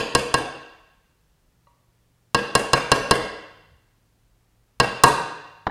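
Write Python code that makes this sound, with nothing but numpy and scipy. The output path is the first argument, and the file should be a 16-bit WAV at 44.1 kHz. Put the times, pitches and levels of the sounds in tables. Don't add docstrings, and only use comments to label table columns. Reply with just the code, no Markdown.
import sys
import numpy as np
from scipy import signal
from scipy.fft import rfft, irfft, next_fast_len
from scipy.io import wavfile
from scipy.ndimage import uniform_filter1d, map_coordinates

SR = 44100
rng = np.random.default_rng(int(sys.argv[2]) if len(sys.argv) > 2 else 0)


def waveform_to_disk(signal):
    frames = np.transpose(np.atleast_2d(signal))
    scaled = np.clip(frames, -1, 1) * 32767
    samples = np.round(scaled).astype(np.int16)
    wavfile.write(sys.argv[1], SR, samples)


def volts_from_decibels(level):
    exponent = np.asarray(level, float) / 20
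    return 10 ** exponent


N = 251590
LEAD = SR // 4

# start_s, low_pitch_hz, high_pitch_hz, low_level_db,
# high_level_db
MOTOR_TONES = [
    (0, 102.2, 158.2, -81, -76),
    (1.52, 120, 166.8, -69.5, -76),
    (3.2, 100, 158.3, -64.5, -66.5),
    (3.72, 112.3, 175.1, -69.5, -80),
    (5.098, 100, 157, -65.5, -67.5),
]
# pitch_hz, level_db (per Hz)
RUMBLE = [(12, -29), (25, 2), (50, 4.5), (75, -4.5), (150, -7.5), (300, -16), (600, -39.5)]
# pitch_hz, level_db (per Hz)
HISS = [(120, -36.5), (200, -5.5), (387, -3.5), (722, -7.5), (1040, -9), (3430, -15.5), (5840, -17),
        (16000, -22.5)]

# pitch_hz, decay_s (time to fall 60 dB)
GARAGE_DECAY = [(60, 0.51), (200, 0.71), (600, 0.82), (1500, 0.96), (3500, 1), (6000, 0.78), (9000, 0.56),
                (14000, 0.3)]
# pitch_hz, level_db
GARAGE_LEVEL = [(60, 1), (330, -1), (600, 2.5), (1100, -2), (1650, 2), (2800, 0), (4600, -5), (9000, -8),
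                (11000, -5.5), (12500, -5.5), (15500, -7)]

# start_s, level_db, pitch_hz, decay_s
ARM_BUMPS = [
    (3.715, -43, 78, 0.12),
]
# start_s, level_db (peak)
PUNCH_SET_DOWN = [
    (1.671, -44.5),
]
# pitch_hz, level_db, decay_s
SET_DOWN_RING = [(577, -5, .04), (955, -7, 0.23), (1120, -3, .08), (1160, -14, .1), (1950, -13, 0.042),
                 (2800, -13, 0.033), (4040, -17.5, 0.059)]
# start_s, level_db (peak)
HAMMER_LAID_DOWN = [
    (5.666, -9),
]
# pitch_hz, level_db (per Hz)
WOOD_LEVEL = [(53, -32.5), (90, 0), (335, -0.5), (611, -7.5), (857, -1.5), (1620, -10.5), (1990, -13.5),
              (2410, -29), (4070, -25.5), (8000, -54.5), (10400, -86), (17600, -120)]
# pitch_hz, decay_s
WOOD_DECAY = [(100, 0.047), (600, 0.041), (2000, 0.029), (5000, 0.033)]

# start_s,
# level_db, firmness_db (how firmly the punch sits), sharpness_db (how sharply steel meets steel)
HAMMER_BLOWS = [
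    (-0.036, -7.5, 8, 6.5),
                (0.15, -4, 2, 7),
    (0.341, -3.5, -1.5, 3.5),
    (2.346, -4.5, 0.6, 0.44),
    (2.552, -3, 1.1, 7.5),
    (2.733, -2.5, 1.5, 4.1),
    (2.917, -2, 1.3, 4.5),
    (3.11, -3.1, 3.3, 7),
    (4.8, -2.5, 2.5, 1.8),
]
LAST_BLOW = [
    (5.0365, 5.8, -6.5, 6),
]
SHARE_HZ = [250, 1200, 4500, 8500]
STRONG_HZ = [45, 76, 131, 350, 479, 565, 693, 944, 1084, 1243, 1624, 1735, 1892, 2206, 2790, 3029, 4042,
             4340, 4850, 5100, 5416, 5905, 7190, 9400]
# level_db, decay_s
STRONG_RING = [(-23.5, .1), (-18, 0.13), (-6, 0.12), (-9.5, 0.12), (-17.5, 0.54), (-16, 0.2), (-19, 0.33),
               (-7.5, 0.089), (0.5, 0.1), (-26, 0.086), (-7, 0.15), (-18.5, .12), (-10.5, 0.079),
               (-23, 0.19), (-10, 0.091), (-17, 0.06), (-6, 0.055), (-13.5, 0.07), (-19, 0.0058),
               (-7.5, 0.052), (-19.5, 0.018), (-20, 0.044), (-20, 0.038), (-20.5, 0.036)]
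# pitch_hz, level_db (per Hz)
MINOR_LEVEL = [(35, -40), (60, -8), (230, -2), (810, -7.5), (1110, -6.5), (1660, -13.5), (2140, -25),
               (2770, -6.5), (3400, -14), (4500, -6), (5200, -10), (5590, -19.5), (9570, -17), (16000, -53)]
# pitch_hz, decay_s
MINOR_DECAY = [(100, 0.067), (500, 0.11), (2000, 0.039), (6000, 0.016), (14000, 0.019)]
# pitch_hz, level_db, decay_s
FREED_RING = [(136, -22, 0.24), (308, -27, 0.036), (594, -18.5, 0.12), (718, -20, 0.11), (930, -16.5, 0.57),
              (956, -12, 0.23), (1100, -39, 0.09), (1200, -4.5, 0.074), (1352, -30, 0.4)]


def unit(x):
    return x / np.sqrt(np.mean(x ** 2) + 1e-20)


def along(points, hz):
    f, v = np.transpose(points)
    return np.interp(np.log(hz + 1), np.log(f + 1), v)


def wobble(rate):
    knots = rng.standard_normal(int(N * rate / SR) + 4)
    return map_coordinates(knots, [np.arange(N) * rate / SR])


def noise(spectrum):
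    m = next_fast_len(N + 8192)
    white = rfft(rng.standard_normal(m))
    gain = volts_from_decibels(along(spectrum, np.fft.rfftfreq(m, 1 / SR)))
    return unit(irfft(white * gain, m)[:N])


def motor_tone(hz, db):
    sway_db, drift_hz = 1, 1.7
    level = volts_from_decibels(db + 2.5 + sway_db * wobble(14))
    turns = np.cumsum(hz + drift_hz * wobble(13)) / SR
    return level * np.sin(2 * np.pi * turns)


def motor():
    start, *state = np.transpose(MOTOR_TONES)
    now = np.searchsorted(start, np.arange(N) / SR, "right") - 1
    low_hz, high_hz, low_db, high_db = uniform_filter1d(np.array(state)[:, now], size=SR // 30, axis=1)
    return motor_tone(low_hz, low_db) + motor_tone(high_hz, high_db)


def background():
    rumble_db, sway_db, hiss_db = -66, 0.5, -70.5
    rumble = volts_from_decibels(rumble_db + sway_db * wobble(1.4)) * noise(RUMBLE)
    return rumble + motor() + volts_from_decibels(hiss_db) * noise(HISS)


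def garage(x):
    hz, t, z = signal.stft(rng.standard_normal(SR + SR // 4), SR, nperseg=256)
    t = np.maximum(t - 0.008, 0)
    build = 1 - np.exp(-(t / 0.012) ** 2)
    far_wall = 1 + 0.67 * np.exp(-((t - 0.036) / 0.0037) ** 2)
    z = z * build * far_wall * volts_from_decibels(-60 * t / along(GARAGE_DECAY, hz)[:, None])
    z = z / np.linalg.norm(z, axis=1, keepdims=True) * volts_from_decibels(along(GARAGE_LEVEL, hz))[:, None]
    tail = signal.istft(z, SR, nperseg=256)[1]
    return signal.fftconvolve(x, volts_from_decibels(-8.5) * tail / np.linalg.norm(tail))


def add(track, s, x, beamed=0, hidden=0):
    heard = garage(x + volts_from_decibels(-6) * beamed + hidden)
    heard[:len(x)] += x + beamed
    part = track[round(s * SR) + LEAD:][:len(heard)]
    part += heard[:len(part)]


def ringing(hz, db, t60, attack, phase=0, size=SR // 4):
    t = np.arange(size) / SR
    waves = np.sin(2 * np.pi * np.outer(hz, t) + np.reshape(phase, (-1, 1)))
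    waves = waves * volts_from_decibels(-60 * t / np.clip(t60, 0.005, 0.9)[:, None])
    fade_out = np.sqrt(1 - t / t[-1])
    return volts_from_decibels(db) @ waves * (1 - np.exp(-t / attack)) * fade_out


def crowd(spectrum, t60s, top, count):
    place = (np.arange(count) + rng.uniform(0, 1, count)) / count
    hz = (8 + (np.sqrt(top) - 8) * place) ** 2
    db = along(spectrum, hz) + 5 * np.log10(hz / 1000)
    t60 = along(t60s, hz) * rng.uniform(0.88, 1.4, count)
    return hz, db, t60, rng.uniform(0, 2 * np.pi, count)


def knocks():
    track = np.zeros(N + LEAD)
    for s, db, hz, t60 in ARM_BUMPS:
        add(track, s, ringing([hz, 1.5 * hz], [db, db - 5], [t60, t60], 0.0064))
    hz, level, t60 = np.transpose(SET_DOWN_RING)
    for s, db in PUNCH_SET_DOWN:
        add(track, s - 0.001, volts_from_decibels(db - 3.5) * ringing(hz, level, t60, 0.00081))
    hz, level, t60, phase = crowd(WOOD_LEVEL, WOOD_DECAY, 7550, count=60)
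    for s, db in HAMMER_LAID_DOWN:
        add(track, s + 0.0016, volts_from_decibels(db - 6.5) * ringing(hz, level, t60, 0.00072, phase))
    return track[LEAD:]


def burst(t, db, t60, band_hz, order):
    band = signal.butter(order, band_hz, "band", fs=SR, output="sos")
    return band, rng.standard_normal(len(t)) * volts_from_decibels(db - 60 * t / t60)


def taps():
    track = np.zeros(N + LEAD)
    hz, (level, t60) = np.array(STRONG_HZ), np.transpose(STRONG_RING)
    minor_hz, minor_db, minor_t60, minor_phase = crowd(MINOR_LEVEL, MINOR_DECAY, 16020, count=380)
    t = np.arange(SR // 7) / SR
    thump_db, thump_follows = -2.4, 0.76
    for s, db, firm_db, sharp_db in HAMMER_BLOWS + LAST_BLOW:
        bench_db = thump_db + thump_follows * firm_db
        lean = np.transpose([SHARE_HZ, [bench_db, 0, firm_db, sharp_db]])

        strong_db = level + along(lean, hz) + rng.normal(0, 0.64, len(hz))
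        strong = ringing(hz, strong_db, t60, 0.00069, size=len(t))
        scatter = rng.standard_normal((2, len(minor_hz)))
        blow_db = minor_db - 12 + along(lean, minor_hz) + 2.3 * scatter[0]
        minor = ringing(minor_hz, blow_db, minor_t60, 0.00057, minor_phase + 0.07 * scatter[1], size=len(t))

        band, rough = burst(t, -10 + sharp_db, 0.022, [3560, 8040], 3)
        crack = signal.sosfilt(band, rough)
        band, rough = burst(t, 8 + bench_db, 0.012, [198.5, 4000], 2)
        thud = signal.sosfilt(band, rough)
        band, rough = burst(t, 14 + bench_db, 0.045, [184, 450], 2)
        knock = signal.sosfilt(band, rough * (1 - np.exp(-t / 0.0015)))

        size = volts_from_decibels(db - 6.5)
        add(track, s - 0.0003, size * (minor + crack + knock), size * strong, size * thud)
    add(track, LAST_BLOW[0][0], ringing(*np.transpose(FREED_RING), 0.009, size=SR // 2))
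    return track[LEAD:]


def scene():
    return (background() + knocks() + taps())[None]


def band_limit(x):
    return signal.sosfilt(signal.butter(12, 16470, fs=SR, output="sos"), x)


def record(dry):
    low_hz, top_hz, full_scale = 24, 16750, 0.97
    heard = signal.sosfilt(signal.butter(2, low_hz, "high", fs=SR, output="sos"), dry)
    rounded = heard / (1 + np.abs(heard / full_scale) ** 4) ** (1 / 4)
    finished = signal.sosfilt(signal.cheby2(12, 60, top_hz, fs=SR, output="sos"), rounded)
    return band_limit(finished)


dry = scene()
out = record(dry)
waveform_to_disk(out)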